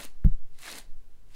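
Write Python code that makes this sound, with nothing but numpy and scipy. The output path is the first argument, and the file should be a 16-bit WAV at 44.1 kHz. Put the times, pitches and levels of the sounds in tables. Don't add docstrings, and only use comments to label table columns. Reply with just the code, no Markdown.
import sys
import numpy as np
from scipy import signal
from scipy.fft import rfft, irfft
from scipy.io import wavfile
from scipy.ndimage import uniform_filter1d

SR = 44100
rng = np.random.default_rng(int(sys.argv[2]) if len(sys.argv) > 2 else 0)


def to_wav(s):
    ch = np.atleast_2d(s).T
    pcm = np.round(np.clip(ch, -1, 1) * 32767)
    wavfile.write(sys.argv[1], SR, pcm.astype(np.int16))


N = 59535

# time_s, low_rub_db, scrape_db, bristle_ring_db, treble_db
STROKES = [
    [(0, -47, -45.5, -64, -48.5), (.015, -54, -54, -55.5, -54.5), (.032, -63.5, -49.5, -53.5, -51),
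     (.056, -49.5, -57, -56.5, -55.5), (.075, -79, -63, -65, -63.5), (.12, -69, -82, -78, -77),
     (.2, -93, -82, -91.5, -97)],
    [(.5, -100, -99, -104, -96), (.55, -88, -78, -73, -75), (.575, -80, -78, -73, -74),
     (.59, -80, -61.5, -62, -64), (.62, -67.5, -57, -61.5, -53), (.65, -63, -50, -53, -54),
     (.684, -55.5, -45.5, -52.5, -50.5), (.72, -53, -52, -49, -51.5), (.745, -54, -49.5, -54, -53.5),
     (.788, -54.5, -51, -52, -49), (.818, -77, -62.5, -66, -65), (.85, -63.5, -74, -75, -74),
     (.92, -95, -92, -96, -100)],
    [(1.26, -96, -99, -94, -90), (1.29, -89, -82, -82, -80), (1.308, -89, -70.5, -73.5, -73),
     (1.322, -94, -71, -76, -74.5), (1.35, -73, -65.5, -62, -67)],
]
BAND_SPLITS = [900, 3200, 5500]
# (per Hz, relative)
HAIR_COLOUR = [(30, -38), (60, 6), (120, -2), (240, 7), (870, -1), (1050, -2), (2000, -5.5), (4150, -5.5),
               (5590, -8), (9690, -7.5), (15800, -15)]
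# pitch_hz, width_hz, level_db (relative)
BRISTLE_RINGS = [(244, 134, -3.5), (655, 230, 2), (2000, 560, 6), (2710, 520, 1.5), (4270, 1250, 3.5),
                 (7000, 1300, 1.5), (9500, 2100, 3.5)]
# start_s, peak_db, pitch_hz
SNAPS = [(.003, -35, 2500), (0.013, -34.5, 9400), (.036, -34, 9500), (.045, -33.5, 8600),
         (0.051, -31.5, 7800), (.589, -41, 8000), (.655, -33.5, 9500), (0.696, -42, 5500),
         (.703, -40, 8200), (.715, -29, 9200), (.718, -34, 7000), (0.723, -42.5, 4600),
         (0.7266, -30.5, 7460), (0.756, -32, 6550), (0.785, -29, 8400)]
# pitch_hz, level_db (before rise and decay), rise_s, t60_s
MOUNT_MODES = [(111.5, -15, 0.0033, 0.15), (166.4, 12, 0.023, 0.051), (210, -20, 0.006, 0.09),
               (263, -34, 0.006, 0.11), (457, -34.5, 0.0022, 0.049), (770, -48.5, 0.0036, 0.074),
               (1355, -52, 0.0025, 0.045), (1830, -63, .001, 0.12), (13500, -45, .0003, .012),
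               (13300, -61, .001, .1)]
# frequency_hz, level_db (relative)
RATTLE_COLOUR = [(300, 15), (1000, 4), (2500, 0), (3700, 0.5), (6500, -3), (10000, -8), (13500, -5),
                 (16000, -18)]
# frequency_hz, level_db (relative)
TAIL_COLOUR = [(200, -20), (400, 4.5), (1500, -4), (2300, -15), (4000, -16), (16000, -33)]
# start_s, peak_db, length_s
BUMPS = [(0.309, -17, 0.048), (0.544, -47, 0.016), (1.304, -48, 0.011)]
# frequency_hz, t60_s
STABLE_DECAY = [(200, 0.67), (2000, .3), (6000, 0.36), (14000, 0.056)]
# (per Hz, relative)
AIR_COLOUR = [(26, -43), (45, 10), (63, -12), (129, -1.5), (157, -16), (244, -11.5), (297, -19),
              (371, -15.5), (462, -14.5), (549, -22), (1330, -25), (2160, -28), (15800, -36.5)]
# (per Hz, relative)
RUMBLE_COLOUR = [(2, -8), (5, 3.5), (10, -5), (17, -21), (28, -23), (45, -45), (100, -100)]
# time_s, level_db
RUMBLE_SWAY = [(0, -40), (.2, -30), (.45, -29), (.6, -37), (.78, -40), (.88, -30), (1.03, -26), (1.15, -36),
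               (1.35, -36)]

SLIPS_PER_S, SLIP_SPREAD_DB = 6000, 2.5
HISS_SHARE, PATCHY_DB = 0.47, 1.5
SNAP_DECAY_S, SNAP_WIDTH = 0.00047, 0.52
TOUCH_S, TOUCH_DB, TOUCH_HZ, TOUCH_T60_S = 0.2438, -39, 1600, 0.0057
KNOCK_S = 0.2478
PUSH_DB, PUSH_RISE_S, PUSH_T60_S = -4.5, 0.0018, 0.18
PUSH_START_HZ, PUSH_END_HZ, PUSH_SAG_S = 72.3, 17.3, 0.011
RATTLE_DB, RATTLE_T60_S, RATTLE_LEAD_S = -51, 0.053, 0.0017
TAIL_DB, TAIL_T60_S = -59.5, 0.38
STABLE_DB, AIR_DB = -18, -64
EDGE_HZ = 15850


def brush():
    t = np.arange(N) / SR
    slip_db = SLIP_SPREAD_DB * np.minimum(rng.exponential(1, N), 5)
    slip_size = gain_of(slip_db) * (rng.random(N) < SLIPS_PER_S / SR)
    which_ring = rng.integers(0, len(BRISTLE_RINGS), N)
    slips = np.zeros(N)
    ring_t = t[:1500]
    for k, (pitch_hz, width_hz, db) in enumerate(BRISTLE_RINGS):
        ring = np.exp(-np.pi * width_hz * ring_t) * np.sin(2 * np.pi * pitch_hz * ring_t)
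        ringing = signal.oaconvolve(slip_size * (which_ring == k), ring)[:N]
        slips += gain_of(db) * evened(ringing)
    source = HISS_SHARE * rng.standard_normal(N) + (1 - HISS_SHARE) * evened(slips)

    spectrum = signal.stft(source, nperseg=256)[2]
    patches = uniform_filter1d(rng.standard_normal(spectrum.T.shape), size=8, axis=0)
    patches = evened(uniform_filter1d(patches, size=4, axis=1))
    patchy = signal.istft(spectrum * gain_of(PATCHY_DB * patches.T), nperseg=256)[1][:N]
    rub = coloured(patchy, HAIR_COLOUR)

    hz = np.fft.rfftfreq(N, 1 / SR)
    below = [0] + [1 / (1 + (hz / split) ** 6) for split in BAND_SPLITS] + [1]
    rub_spectrum = rfft(rub)
    bands = [evened(irfft(rub_spectrum * (upper - lower), N)) for lower, upper in zip(below, below[1:])]
    out = np.zeros(N)
    for stroke in STROKES:
        times, *levels = np.transpose(stroke)
        during = (t >= times[0]) & (t <= times[-1])
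        for band, db in zip(bands, levels):
            out += band * gain_of(np.interp(t, times, db)) * during
    return out


def snaps():
    out = np.zeros(N)
    t = np.arange(200) / SR
    for start_s, db, pitch_hz in SNAPS:
        burst = rng.standard_normal(len(t)) * np.exp(-t / SNAP_DECAY_S)
        edges = [pitch_hz / (1 + SNAP_WIDTH), min(pitch_hz * (1 + SNAP_WIDTH), SR * 0.45)]
        b, a = signal.butter(2, edges, "band", fs=SR)
        snap = signal.lfilter(b, a, burst)
        add(out, start_s, gain_of(db) * snap / abs(snap).max())
    return out


def stable(x):
    hz, t, spectrum = signal.stft(rng.standard_normal(SR // 2), SR, nperseg=256)
    decay = gain_of(-60 * t / read(STABLE_DECAY, hz)[:, None])
    tail = signal.istft(spectrum * decay, SR, nperseg=256)[1]
    return signal.fftconvolve(x, tail / np.linalg.norm(tail))[:N]


def knock():
    out = np.zeros(N)
    t = np.arange(SR // 2) / SR
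    touch = gain_of(TOUCH_DB - 60 * t / TOUCH_T60_S) * np.sin(2 * np.pi * TOUCH_HZ * t)

    sag = (PUSH_START_HZ - PUSH_END_HZ) * PUSH_SAG_S * (1 - np.exp(-t / PUSH_SAG_S))
    cycles = PUSH_END_HZ * t + sag
    push_level = gain_of(PUSH_DB - 60 * t / PUSH_T60_S) * (1 - np.exp(-t / PUSH_RISE_S))
    thump = push_level * np.sin(2 * np.pi * cycles)
    for pitch_hz, db, rise_s, t60_s in MOUNT_MODES:
        level = gain_of(db - 60 * t / t60_s) * (1 - np.exp(-t / rise_s)) ** 2
        thump += level * np.sin(2 * np.pi * pitch_hz * t)

    rattle = evened(coloured(rng.standard_normal(len(t)), RATTLE_COLOUR))
    rattle *= gain_of(RATTLE_DB - 60 * t / RATTLE_T60_S)
    rattle *= np.minimum(t / RATTLE_LEAD_S, 1)
    tail = evened(coloured(rng.standard_normal(len(t)), TAIL_COLOUR))
    tail *= gain_of(TAIL_DB - 60 * t / TAIL_T60_S)

    add(out, TOUCH_S, -touch)
    add(out, KNOCK_S - RATTLE_LEAD_S, rattle)
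    add(out, KNOCK_S, tail - thump)
    return out


def bumps():
    out = np.zeros(N)
    for start_s, db, length_s in BUMPS:
        t = np.arange(0, length_s, 1 / SR)
        add(out, start_s, -gain_of(db) * np.sin(np.pi * t / length_s) ** 2)
    return out


def air():
    times, db = np.transpose(RUMBLE_SWAY)
    sway = gain_of(np.interp(np.arange(N) / SR, times, db))
    rumble = sway * evened(coloured(rng.standard_normal(N), RUMBLE_COLOUR))
    room_noise = gain_of(AIR_DB) * evened(coloured(rng.standard_normal(N), AIR_COLOUR))
    return room_noise + rumble


def gain_of(db):
    return 10 ** (np.asarray(db) / 20)


def evened(x):
    return x / np.sqrt(np.mean(x ** 2) + 1e-20)


def read(points, hz):
    f, value = np.transpose(points)
    return np.interp(np.log(hz + 1), np.log(f + 1), value)


def coloured(x, points):
    hz = np.fft.rfftfreq(len(x), 1 / SR)
    return irfft(rfft(x) * gain_of(read(points, hz)), len(x))


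def add(mix, start_s, sound):
    part = mix[round(start_s * SR):][:len(sound)]
    part += sound[:len(part)]


def scene():
    grooming = brush() + snaps()
    reverb = gain_of(STABLE_DB) * stable(grooming)
    return (grooming + reverb + knock() + bumps() + air())[None]


def record(dry):
    low_pass = signal.firwin(511, EDGE_HZ, window=("kaiser", 9), fs=SR)
    return signal.oaconvolve(dry, low_pass[None], "same")


dry = scene()
out = record(dry)
to_wav(out)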